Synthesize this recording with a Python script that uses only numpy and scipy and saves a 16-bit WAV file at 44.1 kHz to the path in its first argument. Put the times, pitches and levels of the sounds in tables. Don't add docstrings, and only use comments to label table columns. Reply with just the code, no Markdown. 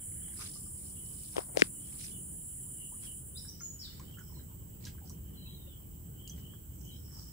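import sys
import numpy as np
from scipy import signal
from scipy.fft import rfft, irfft, next_fast_len
from scipy.io import wavfile
from scipy.ndimage import uniform_filter1d, map_coordinates

SR = 44100
rng = np.random.default_rng(int(sys.argv[2]) if len(sys.argv) > 2 else 0)


def put_to_file(sound):
    columns = np.atleast_2d(sound).T
    safe = np.clip(columns, -1, 1)
    whole_steps = np.round(safe * 32767)
    wavfile.write(sys.argv[1], SR, whole_steps.astype(np.int16))


N = 322812
T = np.arange(N) / SR

# (time [s], relative level [dB])
CICADA_LEVEL = [(0, -46.5), (.4, -49.5), (1.2, -50.5), (2.6, -49), (3.1, -50), (3.45, -45.5), (3.5, -63),
                (3.52, -90), (3.6, -96)]
# (frequency [Hz], relative gain [dB])
CICADA_BODY = [(3710, -72.5), (6300, -54), (6800, -5), (7070, -18.5), (7190, -9), (8460, -8), (9150, -3.5),
               (10050, -1.5), (11500, -17), (12050, -19), (12500, -12), (16200, -52.5), (22000, -120)]
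# (time [s], then one level [dB] for each mode of the shell)
KNOCK_HITS = [(1.3662, -50, -34, -18.5, -40, -50, -50, -50), (1.3665, -50, -50, -50, -40, -36, -33, -30),
              (1.3671, -50, -40, -40, -32, -30, -30, -23), (1.3811, -40, -19.5, -40, -40, -36, -29, -36),
              (1.3815, -50, -40, -30, -17.5, -40, -40, -40), (1.3897, -50, -40, -22, -34, -36, -36, -29),
              (1.5719, -34, -24, -11, -50, -50, -50, -50), (1.57205, -50, -50, -50, -34, -19, -30, -14),
              (1.593, -45, -27, -34, -47, -45, -47, -47), (1.61995, -60, -9, -40, -50, -50, -50, -50),
              (1.62064, -60, -40, -40, -21, 1, -30, -9), (1.6211, -17, -40, -50, -50, -40, -50, -34)]
# (frequency [Hz], time to full swing [cycles], sharpness [exponent],
# left gain [factor], right gain [factor])
SHELL_MODES = [(225, .7, 1.8, 1, -.4), (385, .95, 2, 1, -.55), (520, .9, 2.8, 1, -.42),
               (950, .6, 1.5, -1, .5), (1900, .68, 1.8, -1, .5), (3100, .9, 1.5, 1, -.4),
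               (5000, .5, 1.5, 1, -.3)]
# (time [s], length [s], first pitch [Hz], pitch the glide heads for [Hz],
# glide time constant [s], peak level before echoes [dB], place of peak [share of length])
NEAR_NOTES = [(3.348, 0.025, 3510, 4400, 0.025, -53, 0.26), (3.37, 0.022, 4610, 6050, .018, -48.5, 0.18),
              (3.472, 0.03, 4650, 6200, 0.014, -46.5, 0.27), (3.597, 0.071, 4840, 6896, 0.0077, -43, 0.47),
              (3.789, 0.017, 5150, 5800, 0.014, -46.5, 0.54), (3.807, 0.054, 5606, 2315, 0.05, -49, 0.047)]
FAR_NOTES = [(4.33, 0.093, 4280, 3750, 0.1, -67.5, 0.29), (5.35, 0.34, 4163, 2980, .65, -61.5, 0.45),
             (5.64, 0.15, 3710, 3140, 0.12, -68, 0.4), (6.89, 0.11, 4140, 3580, 0.1, -68, 0.42)]
# (middle [s], half length [s], relative level [dB])
CHIRPS = [(0, 0.055, -59.5), (0.23, 0.055, -60), (.53, 0.037, -66), (1.007, 0.09, -61.5), (1.2, 0.1, -69.5),
          (1.823, 0.053, -60.5), (2.144, 0.065, -60), (2.816, 0.08, -61.5), (3.068, 0.065, -57.5),
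          (3.88, 0.06, -59.5), (4.128, 0.075, -58), (5.426, 0.089, -59), (5.72, 0.076, -63.5),
          (6.244, 0.088, -57.5), (6.476, 0.073, -58), (6.908, 0.064, -56.5)]
# (time [s], left lead [dB])
CRICKET_PAN = [(1.8, -2.5), (2.95, -6), (3.6, -0.5), (7, 1.5)]
# (time [s], level before echoes [dB], pitch [Hz], left lead [dB])
BAMBOO_TAPS = [(.282, -59, 784, -4), (0.388, -46, 1210, 11), (.407, -39, 1233, 6), (0.429, -60, 1230, -3),
               (0.557, -54, 1180, 3), (.661, -58.5, 1190, -3), (3.447, -57, 1576, -9),
               (3.605, -48.5, 1387, 5), (3.604, -55, 2130, 10), (3.874, -56, 1566, -4),
               (3.996, -46.5, 1030, 0), (4.17, -56, 1390, 14), (4.183, -48, 1610, -10),
               (4.207, -50.5, 1460, -1), (4.295, -63.5, 1040, 8.5), (4.32, -60, 960, -2),
               (4.366, -58, 994, 2), (4.394, -59.5, 1570, 2), (4.51, -63, 980, 0), (4.61, -59, 1073, 0),
               (4.665, -63, 950, 0), (4.854, -56, 1010, -9), (4.866, -50, 1610, 7),
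               (4.949, -60.5, 1120, 14), (4.98, -55, 1546, -11), (5.015, -54, 765, -8),
               (5.039, -54.5, 756, -16), (5.1, -56, 1030, -9), (5.673, -53.5, 551, 5), (5.8, -63, 1010, 2),
               (6.378, -60, 1960, 2), (6.535, -65, 1474, -7)]
# (time [s], snap level [dB], centre [Hz], width [octaves], snap T60 [s],
# ring level [dB], ring T60 [s]); levels before echoes
SHARP_TICKS = [(.2825, -43, 1800, 1.2, 0.0048, -70, .01), (3.9972, -38, 6200, 0.52, .006, -58, .01),
               (3.9972, -48, 2000, .8, 0.0069, -70, .01), (4.1915, -41, 6650, 0.43, 0.0067, -48, .008),
               (4.8515, -33.5, 5400, 0.41, 0.01, -48, .01), (4.853, -49.5, 5440, 1.2, 0.08, -70, 0.0092),
               (4.8674, -50, 3770, 1.3, 0.14, -54, .015), (5.0962, -38.5, 8000, 0.78, .008, -60, .01),
               (5.0965, -55, 5900, .5, 0.09, -41, .015), (5.1015, -48, 7000, .7, .006, -60, .01),
               (6.2766, -30.5, 6950, 0.94, 0.0045, -28, 0.0057), (6.28, -46, 7500, .8, 0.011, -60, .01),
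               (6.296, -51, 6150, 0.5, 0.046, -37, 0.025), (6.534, -57.5, 1370, 0.48, .03, -70, .01)]
# (middle [s], half length [s], relative level [dB], centre [Hz], width [octaves])
RUSTLE_PUFFS = [(.17, 0.28, -68, 1750, 0.42), (0.442, 0.048, -48, 4750, 0.97),
                (0.674, .06, -70, 5300, 0.23), (0.424, 0.04, -54.5, 1500, 1.3),
                (0.555, 0.047, -56.5, 5300, 0.44), (0.865, 0.084, -64, 5400, 0.84),
                (1.24, 0.16, -58.5, 5500, 1.26), (1.93, 0.079, -56.5, 5100, 4.5),
                (2.039, 0.041, -46.5, 5100, 1.7), (3.052, 0.024, -52.5, 2870, 5),
                (3.961, 0.12, -67.5, 1710, 0.65), (4.302, 0.079, -66, 5480, 0.12),
                (4.844, 0.02, -57, 3760, 1.3), (5.077, 0.02, -63, 5520, 0.4),
                (6.385, 0.033, -62, 4500, 1.8), (6.86, 0.067, -60.5, 6720, 0.32),
                (7.185, 0.13, -60, 5430, 0.12), (7.21, 0.066, -58, 6050, 0.6),
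                (7.174, 0.083, -64.5, 1070, 0.64)]
# (middle [s], half length [s], relative level [dB], centre [Hz])
FINGER_RUBS = [(1.362, 0.0046, -46.5, 800), (1.382, 0.027, -54.5, 3460), (1.397, 0.0223, -47, 890),
               (1.49, 0.038, -62, 690), (1.578, 0.021, -43, 500), (1.602, 0.018, -40.5, 4700),
               (1.605, 0.03, -48.5, 1500), (1.638, 0.02, -54.5, 3790)]
# (frequency [Hz], width [Hz], lift [dB])
RUSTLE_PEAKS = [(2246, 400, 2.5), (3740, 250, 0), (5220, 940, 5)]
# (time [s], level before echoes [dB], first pitch [Hz])
BUBBLES = [(2.921, -52.5, 890), (4.008, -62, 1060)]
# (centre [Hz], width [Hz], level [dB], throb rate [Hz], throb depth [0-1], right lead [dB])
INSECT_BANDS = [(7830, 910, -63.5, 26, 0.06, 8), (10380, 830, -71, 40, 0.1, 0.5),
                (15600, 2470, -57, 20, 0.16, 3.5), (3042, 310, -74.5, 9, 0.35, 0)]
# (time [s], deep layer level [dB], body layer level [dB])
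RUMBLE_LEVELS = [(0, -51.5, -53.5), (.3, -53, -53.5), (1.5, -57.5, -53), (3, -57.5, -53), (3.6, -52, -53.5),
                 (5, -49.5, -52.5), (6.5, -50.5, -53), (7.32, -49, -52)]
# (frequency [Hz], relative gain [dB])
DEEP_COLOUR = [(25, -50.5), (40, -24.5), (55, -6), (70, 1), (90, -5), (120, -8.5), (200, -51)]
BODY_COLOUR = [(50, -38.5), (90, -9), (130, -3.5), (175, -4.5), (240, -13), (330, -15), (500, -24),
               (960, -34.5), (1500, -59)]
AIR_COLOUR = [(400, -30), (900, -2.5), (2000, -9), (4500, -21), (6500, -9), (9000, -18.5), (12000, -2.5),
              (14000, 4), (16000, 1.5)]
# (frequency [Hz], left-right correlation [-1 to 1])
EAR_LIKENESS = [(60, 0.92), (130, 0.97), (290, 0.47), (640, -0.49), (1410, -0.34), (3100, -0.17),
                (6820, 0.003), (15000, -0.084)]


def amp(db):
    return 10 ** (np.asarray(db) / 20)


def unit(x):
    return x / np.sqrt(np.mean(x ** 2) + 1e-20)


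def along(points, hz):
    f, v = np.transpose(points)
    return np.interp(np.log(hz + 1), np.log(f + 1), v)


def curves(rows):
    s, *columns = np.transpose(rows)
    return [np.interp(T, s, column) for column in columns]


def wobble(rate):
    knots = rng.standard_normal(int(N * rate / SR) + 4)
    return map_coordinates(knots, [T * rate])


def filtered(x, response):
    n = x.shape[-1]
    size = next_fast_len(n + 8192)
    gain = response(np.fft.rfftfreq(size, 1 / SR))
    return irfft(rfft(x, size) * gain, size)[..., :n]


def octave_bell(centre_hz, octaves):
    return lambda hz: np.exp(-(np.log2((hz + 1) / centre_hz) / octaves) ** 2)


def stereo_noise(gain, n=N):
    def mid_side_gain(hz):
        turn = np.arccos(np.clip(along(EAR_LIKENESS, hz), -1, 1)) / 2
        return gain(hz) * [np.cos(turn), np.sin(turn)]
    mid, side = filtered(rng.standard_normal((2, n)), mid_side_gain)
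    return unit(np.array([mid + side, mid - side]))


def pan(left_lead_db):
    return amp([[left_lead_db / 2], [-left_lead_db / 2]])


def echoes(x, t60, count=1):
    t = T[:round(1.2 * t60 * SR)]
    blend = [1]
    if count > 1:
        sway = np.array([wobble(7) for _ in range(count)])
        blend = sway / np.linalg.norm(sway, axis=0)
    tails = amp(-60 * t / t60) * rng.standard_normal((count, 2, SR))[..., :len(t)]
    out = 0
    for weight, tail in zip(blend, tails):
        tail = tail / np.linalg.norm(tail[0])
        out = out + weight * signal.oaconvolve(np.atleast_2d(x), tail, axes=1)[:, :N]
    return out


def add(track, s, sound):
    part = track[:, max(round(s * SR), 0):][:, :sound.shape[1]]
    part += sound[:, :part.shape[1]]


def patchy(x, depth_db, size, frame):
    spectrum = signal.stft(x, nperseg=frame)[2]
    patches = uniform_filter1d(rng.standard_normal(spectrum.shape[1:]), size=3, axis=0)
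    patches = uniform_filter1d(patches, size=size, axis=1)
    return signal.istft(spectrum * amp(depth_db * unit(patches)), nperseg=frame)[1][:, :N]


def falter():
    first_s, wait_s, shrink = 3.222, 0.088, 0.93
    half_s, depth_db = 0.03, 12.5
    dips = first_s + wait_s * (1 - shrink ** np.arange(4)) / (1 - shrink)
    return sum(depth_db * np.exp(-((T - s) / half_s) ** 2) for s in dips)


def cicada(click_hz=352.9, stroke_hz=36.84):
    stroke = 2 * np.pi * np.cumsum(stroke_hz + 1.567 * wobble(5)) / SR
    drift = 0.12 * wobble(4) + 0.045 * wobble(20) + 0.012 * wobble(300)
    hurry = 0.059 * np.sin(stroke) + 0.0056 * np.sin(2 * stroke + 0.86)
    phase = 2 * np.pi * click_hz * T + hurry + drift
    clicks = unit(sum(np.cos(k * phase) for k in range(20, 35)))
    clicks = clicks * (1 + 0.25 * np.sin(stroke))
    level = amp(curves(CICADA_LEVEL)[0] - falter() + 0.19 * wobble(10.0))
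    near = level * (clicks + 0.77 * rng.standard_normal(N))
    spread = 0.08 * near + echoes(near, t60=0.3, count=3)
    heard = filtered(spread, lambda hz: amp(along(CICADA_BODY, hz)))
    return amp(4.0) * pan(-0.81) * unit(heard) * np.sqrt(np.mean(level ** 2))


def knocks():
    right_delay_s = 0.00006
    out, t = np.zeros((2, N)), T[:SR // 20]
    for s, *levels in KNOCK_HITS:
        for db, (hz, cycles, sharp, left, right) in zip(levels, SHELL_MODES):
            u = hz * t / cycles
            swing = (u * np.exp(1 - u)) ** sharp
            ring = amp(db) * swing * np.sin(2 * np.pi * hz * t)
            add(out, s, ring * [[left], [0]])
            add(out, s + right_delay_s, ring * [[0], [right]])
    return out


def whistle(notes, flutter_db, waver):
    edge_db = 9
    out, unsteady = np.zeros(N), 1 + waver * wobble(150)
    for s, length, first_hz, goal_hz, glide, db, peak in notes:
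        hz = goal_hz + (first_hz - goal_hz) * np.exp(-np.clip(T - s, 0, length) / glide)
        peak_s = s + np.clip(peak, 0.05, 0.95) * length
        away = np.interp(T, [s, peak_s, s + length], [1, 0, 1])
        swell = amp(db - edge_db * away ** 2) * (away < 1)
        out += swell * np.sin(2 * np.pi * np.cumsum(hz * unsteady) / SR)
    return np.sqrt(2) * out * amp(flutter_db * wobble(120))


def birds():
    near = whistle(NEAR_NOTES, flutter_db=2.5, waver=0.007)
    far = whistle(FAR_NOTES, flutter_db=3.5, waver=0.023)
    branches = amp(2.5 * wobble(90)) * (0.18 * near + 1.2 * echoes(near, t60=0.16))
    trees = amp(2) * echoes(near, t60=0.61, count=3)
    distant = 0.76 * echoes(far, t60=0.17) + 0.66 * far * [[1], [-1]]
    return branches + trees + distant


def cricket(hz=3100, pulse_rate=72):
    stroke = np.cumsum(pulse_rate * (1 + 0.0793 * wobble(15))) / SR % 1
    pitch = hz * (1 + 0.03 * (0.5 - stroke) + 0.038 * wobble(100))
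    pulses = np.sin(np.pi * stroke) ** 4 * amp(4.1 * wobble(50))
    tone = unit(pulses * np.sin(2 * np.pi * np.cumsum(pitch) / SR))
    chirps = sum(amp(db) * np.exp(-((T - s) / half) ** 2) for s, half, db in CHIRPS)
    near = tone * pan(curves(CRICKET_PAN)[0])[:, 0] * chirps
    return 0.39 * near * [[1], [-1]] + 0.82 * echoes(near, t60=0.2)


def taps():
    t60, rise_s = 0.049, 0.0025
    out, t = np.zeros((2, N)), T[:SR // 5]
    envelope = (1 - np.exp(-t / rise_s)) * amp(-60 * t / t60)
    for s, db, hz, left_db in BAMBOO_TAPS:
        ring = np.sin(2 * np.pi * hz * t)
        noise = rng.standard_normal(len(t))
        grain = unit(filtered(noise, lambda f: np.exp(-((f - hz) / (0.26 * hz)) ** 2)))
        add(out, s, amp(db) * pan(left_db) * (ring + 0.5 * grain) * envelope)
    return out


def ticks():
    rise_s, left_db = 0.00073, -1.5
    out, t = np.zeros((2, N)), T[:SR // 5]
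    for s, db, hz, octaves, t60, ring_db, ring_t60 in SHARP_TICKS:
        snap = unit(filtered(rng.standard_normal(len(t)), octave_bell(hz, octaves)))
        snap = amp(db - 60 * t / t60) * snap
        ring = amp(ring_db - 60 * t / ring_t60) * np.sin(2 * np.pi * hz * t)
        add(out, s, pan(left_db) * (snap + ring) * (1 - np.exp(-t / rise_s)))
    return out


def small_sounds():
    near = taps() + ticks()
    return near + amp(-3) * echoes(near, t60=0.18)


def rustles():
    rub_octaves, rub_left_db, rustle_left_db = 0.97, 13.5, -1.5
    lead_s = 1 / 4
    out, t = np.zeros((2, N)), T[:SR // 2] - lead_s
    puffs = [(*row, rustle_left_db) for row in RUSTLE_PUFFS]
    puffs += [(*row, rub_octaves, rub_left_db) for row in FINGER_RUBS]
    for s, half, db, hz, octaves, left_db in puffs:
        puff = stereo_noise(octave_bell(hz, octaves), len(t))
        envelope = np.exp(-0.8 * np.abs(t / half) ** 1.4)
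        add(out, s - lead_s, amp(db) * pan(left_db) * puff * envelope)

    def favoured(f):
        lift_db = sum(db / (1 + (2 * (f - hz) / width) ** 2) for hz, width, db in RUSTLE_PEAKS)
        return amp(lift_db - 3)
    out = filtered(out, favoured)
    return patchy(out, depth_db=2.8, size=8, frame=128) * amp(2.8 * wobble(300))


def plops():
    rise_per_s, t60 = 14, 0.087
    out, t = np.zeros((2, N)), T[:SR // 10]
    envelope = (1 - np.exp(-t / 0.0012)) * amp(-60 * t / t60)
    for s, db, hz in BUBBLES:
        tone = np.sin(2 * np.pi * hz * (t + rise_per_s * t ** 2 / 2))
        add(out, s, pan(-1.9) * amp(db) * envelope * tone)
    return out + amp(-3.5) * echoes(out, t60=0.1)


def chorus():
    out = np.zeros((2, N))
    for hz, width, db, rate, depth, right_db in INSECT_BANDS:
        beat = 2 * np.pi * np.cumsum(rate * (1 + 0.048 * wobble(2.7))) / SR
        throb = 1 + depth * np.sin(beat)
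        fizz = stereo_noise(lambda f: 1 / (1 + (2 * (f - hz) / width) ** 2))
        out += amp(db + 1.1 * wobble(1.5)) * throb * pan(-right_db) * fizz
    return out


def ground():
    deep_db, body_db = curves(RUMBLE_LEVELS)
    lowest = stereo_noise(lambda f: np.exp(-((f - 44) / 15) ** 2))
    lowest = amp(-60.5 + 0.68 * wobble(3.67)) * lowest
    deep = amp(deep_db) * stereo_noise(lambda f: amp(along(DEEP_COLOUR, f)))
    body = amp(body_db + 1.32 * wobble(8)) * stereo_noise(lambda f: amp(along(BODY_COLOUR, f)))
    air = stereo_noise(lambda f: amp(along(AIR_COLOUR, f)))
    air = patchy(air, depth_db=3.2, size=10, frame=512)
    return lowest + deep + body + amp(-58.5) * air


def scene():
    near = cicada() + knocks() + birds() + cricket()
    details = small_sounds() + rustles() + plops()
    return near + details + chorus() + ground()


def record(dry):
    ceiling, band_limit_hz = 1.02, 15650
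    squeezed = dry / (1 + np.abs(dry / ceiling) ** 6) ** (1 / 6)
    return filtered(squeezed, lambda hz: hz < band_limit_hz)


dry = scene()
out = record(dry)
put_to_file(out)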